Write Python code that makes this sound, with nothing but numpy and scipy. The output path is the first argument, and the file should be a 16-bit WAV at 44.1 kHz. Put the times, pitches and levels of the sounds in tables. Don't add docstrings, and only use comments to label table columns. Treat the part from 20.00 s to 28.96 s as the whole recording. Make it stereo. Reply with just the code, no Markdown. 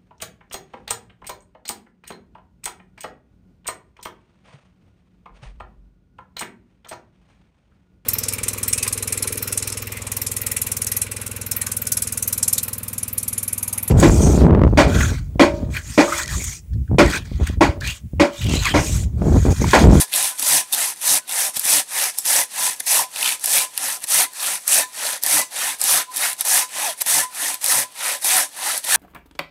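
import sys
import numpy as np
from scipy import signal
from scipy.fft import rfft, irfft, next_fast_len
from scipy.io import wavfile
from scipy.ndimage import uniform_filter1d

SR = 44100
rng = np.random.default_rng(int(sys.argv[2]) if len(sys.argv) > 2 else 0)


def output_pcm(signal):
    pcm = np.clip(np.atleast_2d(signal).T, -1, 1) * 32767
    wavfile.write(sys.argv[1], SR, np.round(pcm).astype(np.int16))


def makeup_ratio(level_db):
    decades = np.asarray(level_db, float) / 20
    return 10 ** decades


N = 395136
T = np.arange(N) / SR
HZ = np.fft.rfftfreq(next_fast_len(N + 8192) // 2 * 2, 1 / SR)

# frequency in Hz, density in dB per Hz.
HUSH = [(18, -62), (30, -15.5), (988, -2.5), (1130, -7), (1280, -5), (1460, -9.5), (4530, -3.5),
        (5040, -10.5), (9970, -20), (16000, -21)]
# frequency in Hz, gain in dB.
TRUNK_ECHO = [(300, 7.5), (1000, 0.5), (3000, 5), (8000, 8.5), (13000, 0.5), (16000, 7)]
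# frequency in Hz, side relative to mid in dB.
STEREO_WIDTH = [(60, -50), (150, -31), (400, -25), (1000, -22.5), (2500, -13.5), (6000, -18.5),
                (10000, -24), (15000, -42)]
# frequency in Hz, gain in dB.
CAMERA = [(10, 0), (15680, 0), (15800, -8), (15920, -42), (16500, -50), (22050, -60)]

# frequency in Hz, width in Hz, level in dB.
TEAR_MODES = [(5620, 2730, -9), (6050, 1300, -6), (6240, 190, -8.5), (8210, 1200, -3), (8050, 250, -10.5),
              (9600, 1240, -0.5), (8960, 120, -2.5), (10800, 1680, -3.5), (12700, 790, -6),
              (14300, 530, -11)]
# frequency in Hz, width in Hz, level in dB.
UPPER_MODES = [(2473, 267, 0.5), (2854, 330, -2.5), (3750, 110, 0), (3400, 580, -2.5), (4240, 780, -2)]
# frequency in Hz, width in Hz, level in dB.
LOWER_MODES = [(1336, 230, -5), (1650, 160, -8.5), (1807, 184, -0.5), (2057, 90, -4.5), (2046, 440, -6.5)]
# frequency in Hz, width in Hz, level in dB.
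LOG_MODES = [(210, 102, -19.5), (289, 31, -12), (424.4, 30, -13), (506, 49, -15.5), (596, 86, -3.5),
             (757, 69, -0.5), (906, 126, -0.5), (1010.5, 24, 0.5), (1012, 114, -7.5)]
# frequency in Hz, width in Hz, level in dB.
STEEL_MODES = [(1688, 16, -2), (3440, 22, -1.5), (5880, 42, -2), (7980, 35, -2)]

# start in seconds, song level in dB.
SONGS = [(0.021, -38), (0.325, -41), (0.613, -37), (0.895, -50), (1.189, -46), (1.486, -43), (2.41, -40),
         (2.719, -46), (3.05, -37), (3.328, -41), (3.649, -36.5), (3.96, -45), (4.267, -39), (4.535, -45),
         (4.845, -33.5), (5.11, -40), (5.415, -38), (5.685, -41), (6.01, -37.5), (6.31, -42), (6.634, -34),
         (6.896, -38), (7.247, -27.5), (7.544, -44), (7.848, -39), (8.15, -40), (8.4, -38)]
# centre in seconds, pitch in Hz, glide in Hz per s,
# half length in seconds, level in dB.
SQUEAKS = [(2.425, 2030, 0, 0.0091, -28), (3.258, 3100, 0, 0.011, -26.5), (3.292, 3000, 0, 0.0072, -30),
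           (2.66, 1005, 0, 0.034, -34), (4.254, 2050, 0, .01, -34), (6.889, 688, -3400, 0.021, -30),
           (6.9, 3300, 0, 0.013, -35), (8.238, 3800, 8000, 0.007, -35), (3.3, 3750, 0, .008, -44),
           (7.2, 1740, 0, 0.014, -24), (.345, 1500, 0, .025, -52), (1.235, 1500, 0, .025, -56),
           (2.14, 3490, 0, .025, -56), (4.83, 1780, 0, 0.019, -32), (5.4, 2000, 0, 0.028, -27.5),
           (6.1, 1010, 0, .025, -38), (2.62, 1010, 0, 0.035, -36), (8.745, 640, -2200, 0.027, -40),
           (.97, 1700, 0, .03, -61), (4.9, 4000, 0, .025, -60), (.738, 3600, 0, 0.0074, -24.5)]

# time in seconds, rate in Hz, level in dB, octave in dB.
PULL_HUMS = [(0.55, 150.3, -46, -44), (1.14, 152.8, -50, -45), (1.76, 149, -51, -44.5),
             (2.38, 150.7, -55.5, -50), (2.995, 148.3, -55, -55), (3.58, 157, -55, -54),
             (4.19, 164, -53, -75), (4.78, 137.2, -59.5, -55), (5.37, 149.3, -51, -46),
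             (5.96, 156.6, -51, -51), (6.55, 149.3, -58.5, -56), (7.18, 147.6, -48, -46),
             (7.79, 135, -50.5, -48), (8.37, 149.5, -53, -58)]
# time in seconds, rate in Hz, level in dB, octave in dB.
PUSH_HUMS = [(.22, 141.5, -62, -70), (.83, 140, -68, -70), (2.001, 136, -63, -70), (2.63, 138.4, -61, -68),
             (3.3, 134.6, -67, -66), (3.87, 135.5, -67, -65), (4.49, 140.5, -66, -71),
             (5.68, 154.6, -72, -67), (6.24, 158.7, -66, -65), (6.84, 163, -67, -60),
             (7.469, 162, -71, -56.5), (8.07, 170, -73, -62), (8.67, 167, -73, -56), (8.95, 151, -58, -62)]
# time in seconds, pitch in Hz, level in dB.
WHINES = [(.55, 597, -50), (.55, 746, -42), (1.14, 763, -42), (1.46, 617, -49), (1.46, 771, -43),
          (1.76, 592, -45), (1.99, 781, -42), (3.03, 770, -46), (3.58, 783, -50), (4.19, 825, -46),
          (4.78, 685, -37), (5.37, 746, -41), (5.65, 740, -46), (5.96, 782, -44), (6.24, 726, -47),
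          (6.55, 596, -45), (6.55, 745, -55), (6.835, 883, -39), (7.18, 590, -46), (7.18, 738, -45),
          (8.09, 694, -46), (8.37, 604, -50)]
# time in seconds, pitch in Hz, level in dB.
GROANS = [
    (8.355, 755, -31),
    (8.68, 832, -45),
]

# time in seconds, peak in dB, steel share in dB, log share in dB.
SNAGS = [(0.13, -3, -7, -40), (0.395, 2.5, -19, -35), (0.4244, 5, -19, -34), (0.7464, 4, -17.5, -49.5),
         (1.293, -4.5, -11, -30), (1.5669, 2, -13, -26), (1.5943, 7, -38, -53), (2.185, 7, -38, -43),
         (2.2536, 1, -17, -29), (2.8023, -5, -18, -28), (2.879, -4, -23, -33), (3.4415, -1, -19, -29),
         (3.458, 8, -34, -45), (3.776, 6.5, -17, -39), (4.0396, 0.5, -21, -32), (4.6778, 8, -37, -43),
         (5.235, 9, -30, -40), (5.2626, 8, -29, -33.5), (5.8142, 9, -31, -39), (5.839, 8, -22, -32),
         (6.4083, 8, -22, -42), (7.0177, 5.5, -26, -38), (7.0618, 1, -14, -34), (7.642, 7, -21, -34),
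         (7.661, 6.5, -21, -43), (7.6834, 2, -27, -34), (8.2443, 4.5, -17, -22), (8.777, 4, -40, -41),
         (8.848, -4, -23, -23), (3.1597, -7, -4, -26), (3.2256, -5, -20, -40), (3.29, -7, -15, -46),
         (6.4517, -2, -22, -36), (1.6526, 0, -22, -29)]
# time in seconds, peak in dB.
TICKS = [(.0095, 1), (.0145, 3.5), (.0782, -24), (.156, -3), (0.161, 2), (1.0137, -8), (1.278, -15),
         (2.8645, -5), (2.762, -16), (2.838, -22), (2.859, -12), (3.395, -12), (3.472, -6), (3.481, -7),
         (3.995, -22), (4.003, -17), (4.0198, -18), (4.0816, -12), (4.605, -24), (5.7857, -16),
         (6.3954, -12), (7.542, -2), (8.8692, -9), (.96, -18), (.935, -21), (4.071, -8), (4.3335, -14),
         (4.6583, -26), (5.226, -5), (5.8047, -6), (0.227, 3), (6.33, -2), (6.365, -19), (6.449, -5),
         (6.692, -20), (7.3473, -10), (7.613, -11), (7.7208, 4), (7.922, -23), (8.2142, -20), (8.2222, -15),
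         (8.49, -21)]
# start in seconds, length in seconds, gap in seconds,
# peak in dB, steel share in dB.
CHATTER = [
    (.1371, .025, .0112, 3, -14),
    (.7255, .015, .006, 5, -16),
    (1.3112, .015, .011, -3, -14),
    (3.178, .04, .0157, -12, -3),
    (3.2275, .07, .0157, -3, -2),
    (3.305, .03, .0157, -9, -3),
    (3.581, .035, .03, -1, -5),
    (6.1614, .018, .008, 2, -26),
]

# arms set off in seconds, teeth bite in seconds, blade stops in seconds,
# tearing level in dB, rub on the cut in dB.
PULLS = [(-0.397, -0.118, 0.068, -7, -3), (0.306, 0.38, 0.65, -14.5, 1), (0.935, 1.012, 1.215, -14.5, 0.5),
         (1.511, 1.635, 1.848, -14.5, 0.5), (2.104, 2.252, 2.473, -14.5, -1.5),
         (2.713, 2.8645, 3.072, -15.5, -1), (3.337, 3.4, 3.68, -16, -1), (3.99, 4.073, 4.28, -14.5, 0.5),
         (4.555, 4.673, 4.863, -15.0, 0.5), (5.14, 5.22, 5.46, -15.5, 2), (5.706, 5.793, 6.054, -15.5, 1),
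         (6.329, 6.4465, 6.67, -15, -1), (6.918, 7.06, 7.273, -16, -1.5), (7.51, 7.612, 7.87, -16.5, -1.5),
         (8.067, 8.242, 8.485, -16.5, -0.5), (8.779, 8.826, 9.057, -15, 2)]
# arms set off in seconds, teeth bite in seconds, blade stops in seconds,
# tearing level in dB, rub on the cut in dB.
PUSHES = [(-0.051, 0.122, 0.36, -20, 2), (0.526, 0.72, 0.97, -22, -0.5), (1.187, 1.275, 1.532, -19.5, -1),
          (1.814, 1.851, 2.136, -19.5, 0.5), (2.437, 2.477, 2.758, -20.5, -0.5),
          (3.041, 3.087, 3.39, -21.5, 0), (3.653, 3.731, 4.006, -23.5, -0.5),
          (4.254, 4.308, 4.613, -22.5, -0.5), (4.833, 4.924, 5.211, -24.0, 1),
          (5.418, 5.508, 5.781, -23.0, 2), (6.04, 6.105, 6.366, -22.5, 0.5),
          (6.618, 6.683, 6.966, -23.5, 1.5), (7.242, 7.289, 7.59, -23.5, -1), (7.878, 7.945, 8.2, -23, 1.5),
          (8.463, 8.533, 8.825, -23.5, 1)]
# centre in seconds, half length in seconds, level in dB.
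SLIPS = [(0.358, .015, -39), (0.39, 0.013, -30), (0.984, 0.023, -40.5), (1.545, 0.0089, -30.5),
         (1.569, .011, -20), (1.608, 0.019, -30), (2.155, .025, -38.5), (2.184, 0.0074, -25),
         (2.769, 0.024, -40), (2.803, 0.004, -19.5), (3.443, .004, -19.5), (3.713, .02, -46),
         (4.025, 0.013, -35), (4.042, 0.0075, -27), (4.618, .02, -46), (4.9, .02, -47),
         (6.395, 0.014, -32.5), (6.415, 0.011, -26), (6.992, 0.017, -36), (7.016, 0.0077, -18),
         (7.92, 0.016, -52), (8.228, .011, -30), (8.527, 0.017, -47), (8.846, 0.0059, -31)]
# centre in seconds, half length in seconds, change in dB.
SURGES = [(0.822, .04, 1), (1.438, 0.014, -0.5), (1.642, 0.012, -0.5), (1.72, .02, 0), (2.742, 0.017, 7),
          (2.952, 0.027, 0.5), (3.3, .015, -1.5), (3.55, .03, 1.5), (3.6, 0.025, -2), (3.83, 0.022, 0.5),
          (4.123, .015, 2.5), (4.188, 0.0073, -1), (4.47, 0.014, 1.5), (5.113, .015, -1),
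          (5.304, 0.017, -0.5), (5.672, 0.025, -0.5), (5.924, 0.017, 1), (5.947, 0.011, -0.5),
          (6.248, 0.018, 2), (6.472, 0.027, 0.5), (7.088, 0.017, 2), (7.17, .012, 0), (7.199, 0.013, 2),
          (7.361, 0.014, 2), (7.725, 0.017, 1.5), (7.76, .025, -2), (7.79, 0.011, 1.5), (8.05, .012, -1.5),
          (8.3, 0.033, 1.5), (8.68, .025, 0.5)]
# centre in seconds, half length in seconds,
# upper blade change in dB, lower blade change in dB, log change in dB.
SCRAPES = [(0.83, 0.011, 5, 0, 2), (3.26, 0.021, 5, 0.5, 1), (5.9, .07, 0, -0.5, -2),
           (7.1, 0.071, 1, 0, -2.5), (5.4, 0.098, -3.5, -1.5, 2), (8.3, 0.037, 2.5, -1, -1.5),
           (8.93, .04, 0.5, 0, 1.5), (0.49, 0.066, -0.5, 1, 0), (3.6, .05, 5, -2.5, 0),
           (3, .03, -2.5, 0, 8)]

PULL_BEGIN_DB, PULL_END_DB = (-13.5, -18.5, -21), (-10.5, -13.5, -17.5)
PUSH_BEGIN_DB, PUSH_END_DB = (-9.5, -13, -16), (-11.5, -15, -19)
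DEEPEN_DB_PER_S, RUB_WEIGHT = (0.274, 0.6134, 0.43), (1., 0.68, 0.48)
LATE_PEAK, RISE_POWER, FALL_POWER = 1.624, 1.88, 1.664
HELD_DB, BITE_S, TEAR_DB, RESTING_DB = -14.5, 0.003, 1.5, -55
LET_GO_S, LET_GO_SHARE = 0.029, 0.37


def level(x, db):
    return x * makeup_ratio(db) / np.sqrt(np.mean(x ** 2))


def shape_by(x, gain):
    return irfft(rfft(x, 2 * len(HZ) - 2) * gain)[:N]


def colour(x, points):
    hz, db = np.transpose(points)
    return shape_by(x, makeup_ratio(np.interp(np.log(HZ + 1), np.log(hz), db)))


def response(modes):
    total = 0
    for k, (hz, width, db) in enumerate(modes):
        band = 1 / (1 + 1j * (HZ ** 2 - hz ** 2) / (HZ * 1.835 * width + 1e-9))
        total = total + (-1) ** k * makeup_ratio(db) * band ** 2
    return total


def ring(x, modes):
    return shape_by(x, response(modes))


def walk(rate):
    hold = int(SR / rate)
    steps = np.repeat(rng.standard_normal(N // hold + 1), hold)
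    return 1.276 * uniform_filter1d(uniform_filter1d(steps, hold), hold)[:N]


def bumps(rows):
    out = np.zeros(N)
    for s, span, size in rows:
        near = slice(max(int((s - 4 * span) * SR), 0), int((s + 4 * span) * SR))
        out[near] += size * np.exp(-((T[near] - s) / span) ** 2)
    return out


def hush():
    return level(colour(rng.standard_normal(N), HUSH), -52)


def tail(x, t60, db):
    u = np.arange(int(.4 * SR)) / SR
    echoes = rng.standard_normal(len(u)) * np.exp(-np.log(1000) * u / t60)
    return signal.fftconvolve(x, echoes * makeup_ratio(db) / np.sqrt(np.sum(echoes ** 2)))[:N]


def trees(saw):
    shifting = saw * walk(60)
    return tail(colour(shifting, TRUNK_ECHO), .2, -17)


def song():
    t60, size = .2, np.zeros(N)
    for s, db in SONGS:
        before, after = np.minimum(T - s, 0), np.maximum(T - s, 0)
        fade = np.log(1000) * after / t60 + (after / .08) ** 6
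        size += makeup_ratio(db) * np.exp(-fade - (before / .02) ** 2)
    phase = 2 * np.pi * np.cumsum(1010 * (1 + 0.0013 * walk(25.45))) / SR
    overtone = makeup_ratio(-19) * np.sqrt(size / size.max()) * np.sin(2.04 * phase)
    return np.sqrt(2) * size * (np.sin(phase) + overtone)


def squeaks():
    out = np.zeros(N)
    for s, hz, glide, span, db in SQUEAKS:
        u = T - s
        tone = np.sin(2 * np.pi * (hz * u + glide * u ** 2 / 2))
        out += np.sqrt(2) * makeup_ratio(db) * np.exp(-(u / span) ** 2) * tone
    return out


def catches():
    rows = list(SNAGS)
    rows += [(s, db, -20, -36) for s, db in TICKS]
    for start, length, gap, db, steel_db in CHATTER:
        beats = np.arange(0, length, gap)
        late, loud = rng.standard_normal((len(beats), 2)).T
        times = start + beats + .04 * gap * late * (beats > 0)
        peaks = db + 1.5 * loud
        rows += [(s, peak, steel_db, -41.5) for s, peak in zip(times, peaks)]
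    return rows


def snags():
    size, around = np.zeros((3, N)), np.arange(-300, 900)
    u = around / SR - .001
    decay = .78 * np.exp(-u / .0008) + .22 * np.exp(-u / .005)
    shape = np.where(u < 0, np.exp(u / .0005), decay)
    for s, db, steel_db, log_db in catches():
        at = np.clip(int(s * SR) + around, 0, N - 1)
        size[:, at] += makeup_ratio(db + np.array([[0], [steel_db], [log_db]])) * shape
    crack, steel, log = size * np.sign(rng.standard_normal(N))
    thump = [(170, 290, -7.5), (297, 59, 1.0)]  # Hz, width in Hz, dB
    out = ring(crack, TEAR_MODES) * makeup_ratio(-7.5)
    out += ring(steel, UPPER_MODES)
    out += ring(steel, LOWER_MODES) * makeup_ratio(-6)
    return out + ring(log, list(LOG_MODES) + thump) * makeup_ratio(15)


def teeth():
    out, wobble = np.zeros(N), walk(30)
    lines = [(s, hz, db, -.008, .042) for s, hz, db, _ in PULL_HUMS]
    lines += [(s, 2 * hz, db, 0, .035) for s, hz, _, db in PULL_HUMS]
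    lines += [(s, hz, db, 0, .055) for s, hz, db, _ in PUSH_HUMS]
    lines += [(s, 2 * hz, db, 0, .055) for s, hz, _, db in PUSH_HUMS]
    lines += [(s, hz, db, 0, .04) for s, hz, db in GROANS]
    lines += [(s, hz, db, .009, .029) for s, hz, db in WHINES]
    for s, hz, db, lag, span in lines:
        near = np.abs(T - s) < .11
        u = T[near] - s
        speed = 1 - np.where(u < 0, 40, 70) * u ** 2 + .022 * wobble[near]
        tone = np.sin(2 * np.pi * hz * np.cumsum(speed) / SR)
        out[near] += makeup_ratio(db + 7.0) * tone * np.exp(-((u - lag) / span) ** 2)
    return out


def strokes():
    tear = np.full(N, makeup_ratio(RESTING_DB))
    shares = makeup_ratio(RESTING_DB) * np.outer(PUSH_END_DB, np.ones(N))
    for table, begin, end in ((PULLS, PULL_BEGIN_DB, PULL_END_DB), (PUSHES, PUSH_BEGIN_DB, PUSH_END_DB)):
        for start, bite, stop, db, rub_db in table:
            near = (T > start) & (T < stop)
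            u = (T[near] - start) / (stop - start)
            bitten = (1 + np.tanh((T[near] - bite) / BITE_S / 2)) / 2
            eased = (1 + np.tanh((T[near] - stop + LET_GO_S) / .005)) / 2
            grip = (makeup_ratio(HELD_DB) + (1 - makeup_ratio(HELD_DB)) * bitten) * (1 - LET_GO_SHARE * eased)
            swing = u ** LATE_PEAK
            speed = np.abs(np.sin(np.pi * swing)) ** np.where(swing < .5, RISE_POWER, FALL_POWER)
            size = makeup_ratio(db + TEAR_DB) * grip * speed
            along = np.clip((u - .45) / 0.45, 0, 1)
            share = np.outer(begin, 1 - along) + np.outer(end, along)
            share += rub_db * np.array(RUB_WEIGHT)[:, None]
            tear[near] += size
            shares[:, near] += size * share
    shares = shares / tear
    slips = bumps((s, span, makeup_ratio(db)) for s, span, db in SLIPS)
    scrapes = np.array([bumps((s, span, dbs[k]) for s, span, *dbs in SCRAPES) for k in range(3)])
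    return tear * makeup_ratio(bumps(SURGES)) + slips, shares + scrapes + np.outer(DEEPEN_DB_PER_S, T)


def fibres(rate, scatter_db, smear_s, hiss):
    loudness = makeup_ratio(scatter_db * np.minimum(rng.exponential(size=N), 3.5))
    snaps = (rng.random(N) < rate / SR) * loudness
    puffs = signal.lfilter([1], [1, -np.exp(-1 / (smear_s * SR))], snaps)
    return hiss + puffs / np.sqrt(np.mean(puffs ** 2))


def rasp(force, modes, rate, smear_s, patchy_db):
    spectrum = 0
    for mode in modes:
        grain = rng.standard_normal(N) * fibres(rate, 1.0, smear_s, 0.98)
        drive = force * grain * makeup_ratio(patchy_db * walk(30))
        spectrum = spectrum + rfft(drive, 2 * len(HZ) - 2) * response([mode])
    return irfft(spectrum)[:N]


def flex(x, depth_s):
    settle = np.clip(20 * (T[-1] - T), 0, 1)
    return np.interp(np.clip(T + depth_s * walk(9) * settle, 0, T[-1]), T, x)


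def cutting(tear, upper_db, lower_db, log_db):
    force = tear * fibres(1100, 1.4, .0004, 2.3) / 3.1
    direct = rasp(force, TEAR_MODES, 900, 0.0031, patchy_db=1.14) * makeup_ratio(-0.5)
    top = signal.sosfiltfilt(signal.butter(4, 12800, "high", fs=SR, output="sos"), direct)
    direct = direct - top * np.clip((-18 - 20 * np.log10(tear)) / 22, 0, .45)
    upper = rasp(force * makeup_ratio(upper_db), UPPER_MODES, 400, 0.0035, patchy_db=2.0) * makeup_ratio(3.5)
    lower = rasp(force * makeup_ratio(lower_db), LOWER_MODES, 300, 0.0061, patchy_db=2.5) * makeup_ratio(9.5)
    log = rasp(force * makeup_ratio(log_db), LOG_MODES, 200, 0.0016, patchy_db=2.0) * makeup_ratio(13)
    steel = ring(force * rng.standard_normal(N), STEEL_MODES) * makeup_ratio(1)
    return direct + flex(upper, .002) + flex(lower, .002) + flex(log, .0015) + steel


def scene():
    tear, shares = strokes()
    saw = cutting(tear, *shares) + song() + teeth() + squeaks() + snags()
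    mid = saw + trees(saw) + hush()
    side = colour(tail(mid, 0.22, -0.75), STEREO_WIDTH)
    return np.array([mid + side, mid - side])


def low_pass(x):
    return signal.sosfilt(signal.butter(12, 16480, fs=SR, output="sos"), x)


def record(dry):
    x = signal.sosfilt(signal.butter(2, 80, "high", fs=SR, output="sos"), dry)
    rounded = np.tanh(0.89 * x) / .9
    mix = np.array([colour(channel, CAMERA) for channel in rounded])
    return low_pass(mix)


dry = scene()
out = record(dry)
output_pcm(out)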